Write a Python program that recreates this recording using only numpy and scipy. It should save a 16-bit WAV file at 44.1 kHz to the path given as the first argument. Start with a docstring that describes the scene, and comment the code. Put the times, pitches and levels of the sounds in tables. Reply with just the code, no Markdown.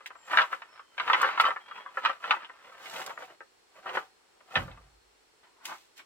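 """Long wooden strips are gathered on bare ground: they knock, each blow ringing many bending modes, and rattle.
They slide with random stick-slip clicks that ring the same modes, while their ends drag through filtered grit noise.
The lifted bundle slaps shut and shudders as slow sines over a dull boom; three sandal steps scuff the ground.
Far off are soft air and insects, made of filtered noise, and a few faint bird whistles, made of gliding sines.
Scattered echoes and a faint tail place the work in a yard."""
import sys
import numpy as np
from scipy import signal
from scipy.fft import rfft, irfft
from scipy.io import wavfile
from scipy.ndimage import uniform_filter1d

SR = 44100
rng = np.random.default_rng(int(sys.argv[2]) if len(sys.argv) > 2 else 0)


def inscribe(sig):
    """Save sig as 16-bit PCM at rate SR to the path in sys.argv[1].

    A 1-D sig is mono; a 2-D sig holds one channel per row.
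    Samples are clipped to [-1, 1] before scaling.
    """
    pcm = np.round(np.clip(np.atleast_2d(sig).T, -1, 1) * 32767)
    wavfile.write(sys.argv[1], SR, pcm.astype(np.int16))


N = 266805
TIME = np.arange(N) / SR


def from_db(db):
    """Turn decibels into gain."""
    return 10 ** (np.asarray(db) / 20)


def rms_one(x):
    """Scale to an average strength (rms) of 1."""
    return x / np.sqrt(np.mean(x ** 2) + 1e-20)


def band(x, hz, kind, order=2):
    """Keep one part of the pitch range (Butterworth filter)."""
    return signal.sosfilt(signal.butter(order, hz, kind, fs=SR, output="sos"), x)


def colour(x, spectrum):
    """Give a sound this spectrum with a filter that never acts ahead of time (minimum phase)."""
    hz, db = np.transpose(spectrum)
    size = 2 ** 12
    grid = np.maximum(np.arange(size // 2 + 1) * SR / size, 1)
    level_db = np.interp(np.log(grid), np.log(hz), db)
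    # folding the cepstrum forwards in time gives the minimum phase
    cepstrum = irfft(np.log(from_db(level_db)))
    cepstrum[1:size // 2] *= 2
    cepstrum[size // 2 + 1:] = 0
    response = irfft(np.exp(rfft(cepstrum)))
    return signal.fftconvolve(x, response)[:len(x)]


def add(track, s, sound):
    """Mix a sound in at a time."""
    start = max(int(s * SR), 0)
    track[..., start:start + sound.shape[-1]] += sound[..., :N - start]


def panned(x, pan_db):
    """Mono to stereo by a level difference; positive is left."""
    return x * from_db([[pan_db / 2], [-pan_db / 2]])


def grains(per_s, spread_db):
    """Random clicks, many small and a few large."""
    sizes = from_db(spread_db * np.minimum(rng.exponential(1, N), 4))
    sizes = sizes * rng.choice([-1, 1], N)
    return sizes * (rng.random(N) < per_s / SR) + 1e-18


def ring(x, hz, t60):
    """Each click sets a dying sine ringing; t60 is the time to fall by 60 dB."""
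    r, w = from_db(-60 / (t60 * SR)), 2 * np.pi * hz / SR
    return signal.lfilter([0, np.sin(w)], [1, -2 * r * np.cos(w), r * r], x)


def fade(t, t60):
    """Exponential decay, 60 dB down after t60 seconds."""
    return np.exp(-np.log(1000) * t / t60)


def wood_t60(hz, at_1k_s=0.074, slope=0.24):
    """Higher modes of the wood die sooner."""
    return at_1k_s * (hz / 1000) ** -slope


def wander(per_s, size=N):
    """Slow random drift with an rms of 1."""
    return rms_one(band(rng.standard_normal(size + SR), per_s, "low")[SR:])


def gesture(s, hold_s, rise_db_per_s, fall_db_per_s):
    """Gain over time: swells to 1 at s, holds, dies away."""
    early, late = np.maximum(s - TIME, 0), np.maximum(TIME - s - hold_s, 0)
    return from_db(-np.minimum(rise_db_per_s * early + fall_db_per_s * late, 200))


# colour of the distant air: (frequency [Hz], level per Hz [dB])
AIR_COLOUR = [(25, -12.5), (60, -4.5), (150, -12.5), (430, 3), (600, -4.5), (850, -1), (1700, -4.5),
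              (4500, -9), (6500, -13.5), (9800, -15), (11000, -23.5)]
# narrow bands of insect song: (centre [Hz], width [Hz], level [dB])
INSECT_BANDS = [(4290, 45, -79), (5400, 830, -80.5), (7440, 600, -81.5), (7970, 220, -84)]
# bird whistles: (start [s], length [s], first pitch [Hz], last pitch [Hz], level before trim [dB])
BIRD_WHISTLES = [(0.158, 0.18, 7500, 7250, -63.5), (0.681, 0.14, 5320, 5250, -65.5),
                 (0.782, 0.49, 3120, 3030, -69), (1.595, .31, 3200, 3360, -57.5),
                 (3.08, 0.16, 6960, 7060, -70)]


def outdoors(air_db=-65.5, waver=0.0115, bird_trim_db=-0.5):
    """Far-off noise shaped into air and narrow insect bands, with sines gliding as bird whistles."""
    air = np.array([colour(noise, AIR_COLOUR) for noise in rng.standard_normal((2, N))])
    out = from_db(air_db) * rms_one(air)
    for hz, width_hz, db in INSECT_BANDS:
        song = band(rng.standard_normal((2, N)), [hz - width_hz / 2, hz + width_hz / 2], "band")
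        out += from_db(db) * rms_one(song)
    for s, length, first_hz, last_hz, db in BIRD_WHISTLES:
        u = np.linspace(0, 1, int(length * SR))
        # one slow drift bends the pitch, two more vary the loudness on each side
        wobble, *scatter = rms_one(band(rng.standard_normal((3, SR)), 45, "low"))[:, -len(u):]
        pitch = (first_hz + (last_hz - first_hz) * u) * (1 + waver * wobble)
        swell = np.sqrt(np.abs(np.sin(np.pi * u))) * (1 + np.array(scatter) / 2)
        whistle = swell * np.sin(2 * np.pi * np.cumsum(pitch) / SR)
        add(out, s, from_db(db + bird_trim_db) * whistle)
    return out


def yard(x, echo_t60=0.049, echo_db=-3, tail_t60=0.2, tail_db=-17.5, wall_cut_hz=6000,
         bass_cut_hz=220, first_echo_s=0.0012, size=4096):
    """Ground and timber stacks scatter quick echoes, whose pattern changes as contacts move; a faint tail follows."""
    t, early = np.arange(SR * 2 // 3) / SR, np.zeros((2, N))
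    window = np.sin(np.pi * np.arange(size) / size)
    # overlapping pieces of sound each get a fresh echo pattern
    for start in range(0, N, size // 2):
        piece = x[:, start:start + size] * window[:N - start]
        echoes = rng.standard_normal((2, size)) * (fade(t, echo_t60) * (t > first_echo_s))[:size]
        add(early, start / SR, signal.fftconvolve(piece, rms_one(echoes) / np.sqrt(size), axes=1))
    tail = rng.standard_normal((2, len(t))) * fade(t, tail_t60)
    tail = rms_one(band(tail, wall_cut_hz, "low", order=1))
    late = signal.fftconvolve(x, tail / np.sqrt(len(t)), axes=1)[:, :N]
    return band(from_db(echo_db) * early + from_db(tail_db) * late, bass_cut_hz, "high")


# colour of crushed sand: (frequency [Hz], level per Hz [dB])
GRIT_COLOUR = [(500, -25.5), (2000, 7.5), (3500, 6), (5500, 2.5), (7500, 1.5), (10000, -7), (15000, -6)]


def crunch(per_s=5000, spread_db=6.0, own_share=0.77):
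    """Sand grains crushed in a dense, bright stream, partly shared by the two sides."""
    shared = grains(per_s, spread_db)
    sides = [colour(shared + own_share * grains(per_s, spread_db), GRIT_COLOUR) for _ in range(2)]
    return rms_one(np.array(sides))


# sandal steps: (touch-down [s], time to roll onto the sole [s], sole level [dB], sand level [dB],
# rasp level [dB], release [dB per s])
SANDAL_STEPS = [(5.428, 0.007, -59.5, -77, -64.5, 246.5), (5.656, 0.064, -40, -46.5, -53, 397),
                (5.979, 0.016, -55, -51, -50.5, 520)]
# colour of the scuffing sole: (frequency [Hz], level per Hz [dB])
SOLE_COLOUR = [(53, -64), (90, -30.5), (336, -7.5), (438, -17.5), (600, -8), (915, 1), (1750, -6.5),
               (2770, -16), (7800, -57.5)]
SOLE_SWELL_DB, SAND_FALL_DB = 13.5, 7.5   # over the time of one roll
SAND_RISE_DB_PER_S = 1002.5


def steps(rasp_hz=(1400, 3500)):
    """A sandal crushes sand at touch-down, then scuffs and its tread rasps as the weight rolls onto it."""
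    sole, sand, tread = np.zeros((3, N))
    for s, roll_s, sole_db, sand_db, rasp_db, release_db_per_s in SANDAL_STEPS:
        weight = gesture(s + roll_s, 0, SOLE_SWELL_DB / roll_s, release_db_per_s)
        sole += from_db(sole_db) * weight
        tread += from_db(rasp_db) * weight
        sand += from_db(sand_db) * gesture(s, 0, SAND_RISE_DB_PER_S, SAND_FALL_DB / roll_s)
    scuff = rms_one(colour(grains(per_s=7000, spread_db=1.0), SOLE_COLOUR))
    rasp = rms_one(band(rng.standard_normal((2, N)), rasp_hz, "band", order=3))
    return sole * scuff + tread * rasp + sand * panned(crunch(), pan_db=-1.0)


# the lifted bundle flexes along its whole length: (frequency [Hz], level [dB], 60 dB decay time [s])
BUNDLE_FLEX = [(44.5, -47, 1.0), (53.3, -41.5, 0.92), (86, -40.5, 0.61), (96.4, -36, 0.21),
               (124.7, -39.5, 0.59), (165.3, -42.5, 0.5), (238, -30, 0.14), (747, -25.5, 0.11),
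               (846, -21.5, 0.064)]
# dull boom of the swinging bundle: (frequency [Hz], level per Hz [dB])
BOOM_COLOUR = [(25, -17.5), (55, -10), (100, 10.5), (240, 1.5), (330, -5), (700, -40)]
LIFT_S = 4.557   # the bundle leaves the ground


def shudder(rise_cycles=1.6, loose_db=2.0, loose_per_s=12, boom_db=-54.5, boom_t60=0.48, boom_rise_s=0.0089):
    """The free ends slap together at the lift; the strips swing on unevenly, the slowest building up last."""
    t, out = np.arange(3 * SR // 2) / SR, np.zeros(N)
    swing = 0
    for hz, db, t60 in BUNDLE_FLEX:
        build_up = (1 - np.exp(-t * hz / rise_cycles)) ** 2
        looseness = from_db(db + loose_db * wander(loose_per_s, size=len(t)))
        sine = np.sin(2 * np.pi * (hz * t + rng.random()))
        swing = swing + build_up * fade(t, t60) * looseness * sine
    boom = rms_one(colour(rng.standard_normal(len(t)) * fade(t, boom_t60), BOOM_COLOUR))
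    add(out, LIFT_S, swing + from_db(boom_db) * boom * (1 - np.exp(-t / boom_rise_s)))
    return panned(out, pan_db=-1.0)


# shoves that slide wood on wood and drag the ends through grit; sliding_effort plays them too:
# (full force [s], hold [s], wood level [dB], grit level [dB])
WORK_SHOVES = [(0.321, 0.098, -32, -52.5), (0.527, 0.0054, -40, -57.5), (1.013, 0.031, -39.5, -62),
               (1.08, 0.21, -33, -56), (1.4, 0.077, -33, -55), (1.684, 0.0091, -49, -78),
               (1.762, 0.038, -44.5, -68), (1.973, 0.02, -43.5, -62.5), (2.045, 0.057, -35.5, -60.5),
               (2.248, 0.1, -38.5, -60.5), (2.413, .02, -44.5, -78), (2.644, 0.13, -53.5, -69),
               (2.84, 0.15, -48.5, -54.5), (2.94, 0.075, -41, -47.5), (3.076, 0.021, -42.5, -56.5),
               (3.198, 0.039, -49, -60), (3.295, 0.014, -53.5, -68), (3.766, 0.026, -55.5, -68.5),
               (3.87, 0.088, -42.5, -63), (3.956, 0.006, -34, -52), (4.516, 0.02, -50.5, -72),
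               (4.561, 0.046, -39, -54.5)]
# single grains cracking: (time [s], level [dB])
GRAIN_SNAPS = [(0.0625, -43.5), (0.073, -45), (1.2161, -30.5), (1.4103, -30), (2.8973, -41.5),
               (3.0628, -34), (5.654, -30.5), (5.6566, -41)]
GRIT_RISE_DB_PER_S, GRIT_FALL_DB_PER_S = 217.5, 182


def grit(snap_t60=0.027):
    """Strip ends plough through sand at each shove, and now and then a larger grain cracks."""
    drags = [from_db(grit_db) * gesture(s, hold_s, GRIT_RISE_DB_PER_S, GRIT_FALL_DB_PER_S)
             for s, hold_s, _, grit_db in WORK_SHOVES]
    out = np.max(drags, axis=0) * crunch()
    t = np.arange(SR // 10) / SR
    for s, level_db in GRAIN_SNAPS:
        burst = colour(rng.standard_normal(len(t)) * fade(t, snap_t60), GRIT_COLOUR)
        add(out, s, from_db(level_db) * burst)
    return panned(out, pan_db=-1.0)


# light rubbing as the strips shift in the hands: (time [s], level before lift [dB])
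HAND_RUBBING = [(0, -62.5), (0.19, -63.5), (0.48, -55), (0.72, -61), (0.772, -53), (0.88, -75), (0.96, -62),
                (1.3, -35.5), (1.63, -57), (1.848, -54), (2.18, -65.5), (2.35, -53.5), (2.57, -59.5),
                (3.0, -47), (3.55, -92.5), (4.45, -74.5), (4.701, -55.5), (5.0, -85.5)]
SHOVE_RISE_DB_PER_S, SHOVE_FALL_DB_PER_S = 400.5, 307.5


def sliding_effort(handling_lift_db=1):
    """How hard the strips rub: at each moment the stronger of light handling and the shoves."""
    s, db = np.transpose(HAND_RUBBING)
    handling = from_db(handling_lift_db + np.interp(TIME, s, db))
    handling = handling * gesture(s[0], s[-1] - s[0], SHOVE_RISE_DB_PER_S, SHOVE_FALL_DB_PER_S)
    shoves = [from_db(wood_db) * gesture(s, hold_s, SHOVE_RISE_DB_PER_S, SHOVE_FALL_DB_PER_S)
              for s, hold_s, wood_db, _ in WORK_SHOVES]
    return np.max([handling, *shoves], axis=0)


# bending modes of the strips, for sliding and knocks: (frequency [Hz], level [dB])
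BENDING_MODES = [(340, -21.5), (440, -19.5), (533, -8.5), (690, -15), (775, -9.5), (835, -10), (920, -4.5),
                 (991, -1.5), (1035, -5.5), (1112, -2.5), (1195, 1), (1286, -1.5), (1348, 0.5),
                 (1455, -4.5), (1561, -1.5), (1690, -8.5), (1770, -4.5), (1870, -9), (2035, -6),
                 (2200, -15), (2320, -13), (2557, -7.5), (2690, -15), (2838, -7), (3037, -7.5), (3435, -17),
                 (3900, -18.5)]
# crowd of heavily damped modes in the pile, for sliding and knocks: (frequency [Hz], level per Hz [dB])
PILE_COLOUR = [(40, -46.5), (110, -36), (260, -20.5), (380, -11), (700, -4), (1350, -1), (2000, -3.5),
               (3000, -8), (4000, -15.5), (5300, -23.5), (9000, -45.5), (15000, -60)]


def sliding(slips_per_s=1600, rate_growth=.5, spread_db=2.0, level_db=-1.5, patchy_db=3.5, patches_per_s=32,
            ends_db=-5, ends_hz=(380, 1000), hollow_hz=778, hollow_db=-4, raised_s=2.46, lowest_hz=160,
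            rumble_db=-19, rumble_hz=(110, 240)):
    """Rough faces stick and slip; as the contact point travels, one mode after another speaks up."""
    effort = sliding_effort()
    # a light touch gives separate ticks, a firm shove a dense rub
    rate = slips_per_s * (effort / effort.max()) ** rate_growth + 60
    slips = band(grains(rate, spread_db), lowest_hz, "high")
    modes = np.zeros(N)
    for hz, db in BENDING_MODES:
        patches = from_db(db + patchy_db * wander(patches_per_s))
        modes += ring(slips * rng.standard_normal(N) * patches, hz, wood_t60(hz))
    rub = rms_one(band(modes, lowest_hz, "high")) + rms_one(colour(slips, PILE_COLOUR))
    rub = rub / np.sqrt(uniform_filter1d(rub ** 2, size=1500) + 1e-4)   # the hands keep a steady pressure
    # once the bundle is raised, its far ends scrape the ground with a lower, hollow sound
    ends = rms_one(band(grains(per_s=560, spread_db=2.5), ends_hz, "band"))
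    ends = ends + from_db(hollow_db) * rms_one(ring(ends, hollow_hz, wood_t60(hollow_hz)))
    # and shake the whole length
    rumble = rms_one(band(rng.standard_normal(N), rumble_hz, "band"))
    ends = ends + from_db(rumble_db) * rumble
    ends = from_db(ends_db) * ends * np.clip((TIME - raised_s) / 0.64, 0, 1)
    return from_db(level_db) * effort * (panned(rub, pan_db=0.0) + panned(ends, pan_db=-0.5))


def knock(treble_db, bass_db, ring_hz, spread_db=2.0, favour_db=3.0, favour_width=0.13, aside_share=0.4,
          crack_db=-1.0, crack_t60=0.065, snap_t60=0.0054, close_s=0.0016, softening=0.45, hardness_db=-1.0,
          edge_db=-16.0, edge_hz=(3100, 4100), heft_db=-2.0, lowest_hz=320, detune=0.0059):
    """One blow: the contact point picks the modes, the hardness of the contact sets the colour."""
    t = np.arange(SR // 4) / SR
    hz, db = np.transpose(BENDING_MODES)[:, :, None]
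    size, tune, sign = rng.standard_normal((3, len(hz), 1))
    # the strips rest on each other a little differently each time
    hz = hz * (1 + detune * tune)
    strength = from_db(db + spread_db * size) * np.sign(sign)
    modes = strength * np.sin(2 * np.pi * hz * t) * fade(t, wood_t60(hz))
    # each mode radiates a little differently to the left and right
    modes = (1 + aside_share * rng.standard_normal((2, len(hz)))) @ modes
    crack_fade = fade(t, crack_t60) + 5.3 * fade(t, snap_t60)
    crack = colour(rng.standard_normal(len(t)) * crack_fade, PILE_COLOUR)
    # broad, bass-rich contacts close more slowly than sharp edges
    closing = 1 - np.exp(-t / (close_s * from_db(softening * bass_db)))
    blow = (rms_one(modes) + from_db(crack_db) * rms_one(crack)) * closing
    # the strip that is hit rings louder than its neighbours
    favoured_hz = [ring_hz / (1 + favour_width), ring_hz * (1 + favour_width)]
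    blow = blow + from_db(favour_db) * band(blow, favoured_hz, "band", order=1)
    bass = band(band(blow, lowest_hz, "high"), 700, "low", order=3)
    body = band(blow, [700, 2200], "band", order=3)
    treble = band(blow, 2200, "high", order=3)
    # hard edges bite higher
    edge = rms_one(band(treble, edge_hz, "band"))
    treble = rms_one(treble) + from_db(edge_db + treble_db / 2) * edge
    bass = panned(from_db(bass_db + heft_db) * rms_one(bass), pan_db=-3.5)
    treble = panned(from_db(treble_db + hardness_db) * rms_one(treble), pan_db=-0.7)
    return 0.068 * (bass + panned(rms_one(body), pan_db=0.5) + treble)


# strip knocks on strip, treble and bass set against the middle before knock() trims them:
# (time [s], level [dB], treble [dB], bass [dB], strongest ring [Hz], rebounds [count])
STRIP_KNOCKS = [(0.006, -36, -12.5, -7, 1260, 0), (0.059, -35.5, 7.5, -32, 1950, 0),
                (0.104, -29.5, -17, -5.5, 1110, 0), (0.152, -35, -28, -7, 1200, 0),
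                (0.314, -24.5, -22, -23, 1500, 0), (0.331, -16.5, -26, -30, 1430, 1),
                (0.372, -5, -4, -25.5, 1560, 1), (0.394, -11.5, -9, -24, 1560, 0),
                (0.408, -11, -11.5, -21, 1200, 0), (0.416, -17, -1.5, -14, 1560, 0),
                (0.423, -21.5, -18, -12, 1020, 1), (0.526, -17.5, -13.5, -12.5, 1430, 0),
                (0.619, -30.5, -6, -28, 1660, 0), (0.793, -32, -15, -12, 1290, 0),
                (0.979, -22.5, -2.5, -10, 2380, 0), (0.998, -14.5, -4.5, -18, 1410, 0),
                (1.077, -16.5, -9, -11, 980, 0), (1.099, -8, -16, -23, 1335, 0),
                (1.132, -8.5, -3, -17.5, 1195, 1), (1.213, -13.5, -17, -21, 1230, 0),
                (1.229, -9, -14, -15, 1560, 1), (1.252, -18, -15, -9.5, 1335, 1),
                (1.288, -20, -30, -15, 1350, 0), (1.375, -14, -14, -10, 1160, 0),
                (1.398, -4, -7, -18.5, 1350, 0), (1.438, -14.5, -20, -11, 1260, 0),
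                (1.452, -11, -8, -16, 1110, 1), (1.484, -14, -34, -2.5, 1250, 0),
                (1.505, -16.5, -18, -11, 1200, 0), (1.561, -23.5, -29, -15, 1800, 0),
                (1.711, -28, -13, -17, 1260, 0), (1.861, -29, -35, -17, 1170, 0),
                (1.971, -17.5, -33, -7.5, 1630, 0), (2.05, -11.5, -5.5, -21, 1296, 0),
                (2.058, -11, -5.5, -23, 1340, 0), (2.094, -15.5, -15.5, -4.5, 1230, 0),
                (2.24, -21, -9, -23, 1360, 0), (2.308, -9, -3, -21.5, 1870, 0),
                (2.326, -18, -16, -15, 1020, 1), (2.365, -28, -18, -5, 850, 0),
                (2.447, -45.5, 10, -21, 3250, 0), (2.496, -31.5, -30, -5, 1000, 0),
                (2.857, -33.5, -0.5, -7, 1980, 0), (2.96, -39, 6, -4, 780, 0),
                (3.015, -29.5, -0.5, -26, 2100, 0), (3.103, -27.5, -25, -18, 780, 0),
                (3.175, -27.5, -21, -7.5, 1690, 0), (3.221, -29.5, -12, -3, 1310, 0),
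                (3.405, -31.5, -27.5, -2, 1720, 0), (3.859, -23, -30, -3.5, 1230, 0),
                (3.875, -26, -13, -1.5, 1550, 0), (3.891, -27, -3, -8, 770, 0),
                (3.949, -20.5, -19, -6, 1180, 0), (3.97, -13.5, -16, -4.5, 1150, 0),
                (4.405, -44, -13.5, -2.5, 1210, 0), (4.555, -14, 0, -11, 1650, 1),
                (4.679, -33, -24, -2, 1100, 0), (4.714, -51.5, 7, -10, 3650, 0),
                (4.773, -42.5, -19, -14, 1170, 0)]
# each rebound comes about a gap later and is weaker, duller and fuller than the blow before
REBOUND_GAP_S, REBOUND_LOSS_DB, REBOUND_DULLS_DB, REBOUND_FILLS_DB = 0.012, 1.5, 4.5, 2


def knocks():
    """Every blow of strip on strip, some with quick rebounds that lose strength and treble."""
    out = np.zeros((2, N))
    for s, level_db, treble_db, bass_db, ring_hz, count in STRIP_KNOCKS:
        for k in range(round(count) + 1):
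            blow = knock(treble_db - k * REBOUND_DULLS_DB, bass_db + k * REBOUND_FILLS_DB, ring_hz)
            add(out, s, from_db(level_db - k * REBOUND_LOSS_DB) * blow)
            s += REBOUND_GAP_S * rng.uniform(.85, 1.15)
    return out


def scene():
    """The work goes on a little left of centre, so it reaches the right side four samples later."""
    left, right = steps() + shudder() + grit() + sliding() + knocks()
    near = np.array([left, np.pad(right, (4, 0))[:N]])
    return outdoors() + yard(near) + near


def record(dry, cutoff_hz=15800):
    """The top of the pitch range is cut steeply."""
    return signal.sosfilt(signal.ellip(10, .2, 80, cutoff_hz, fs=SR, output="sos"), dry)


dry = scene()
out = record(dry)
inscribe(out)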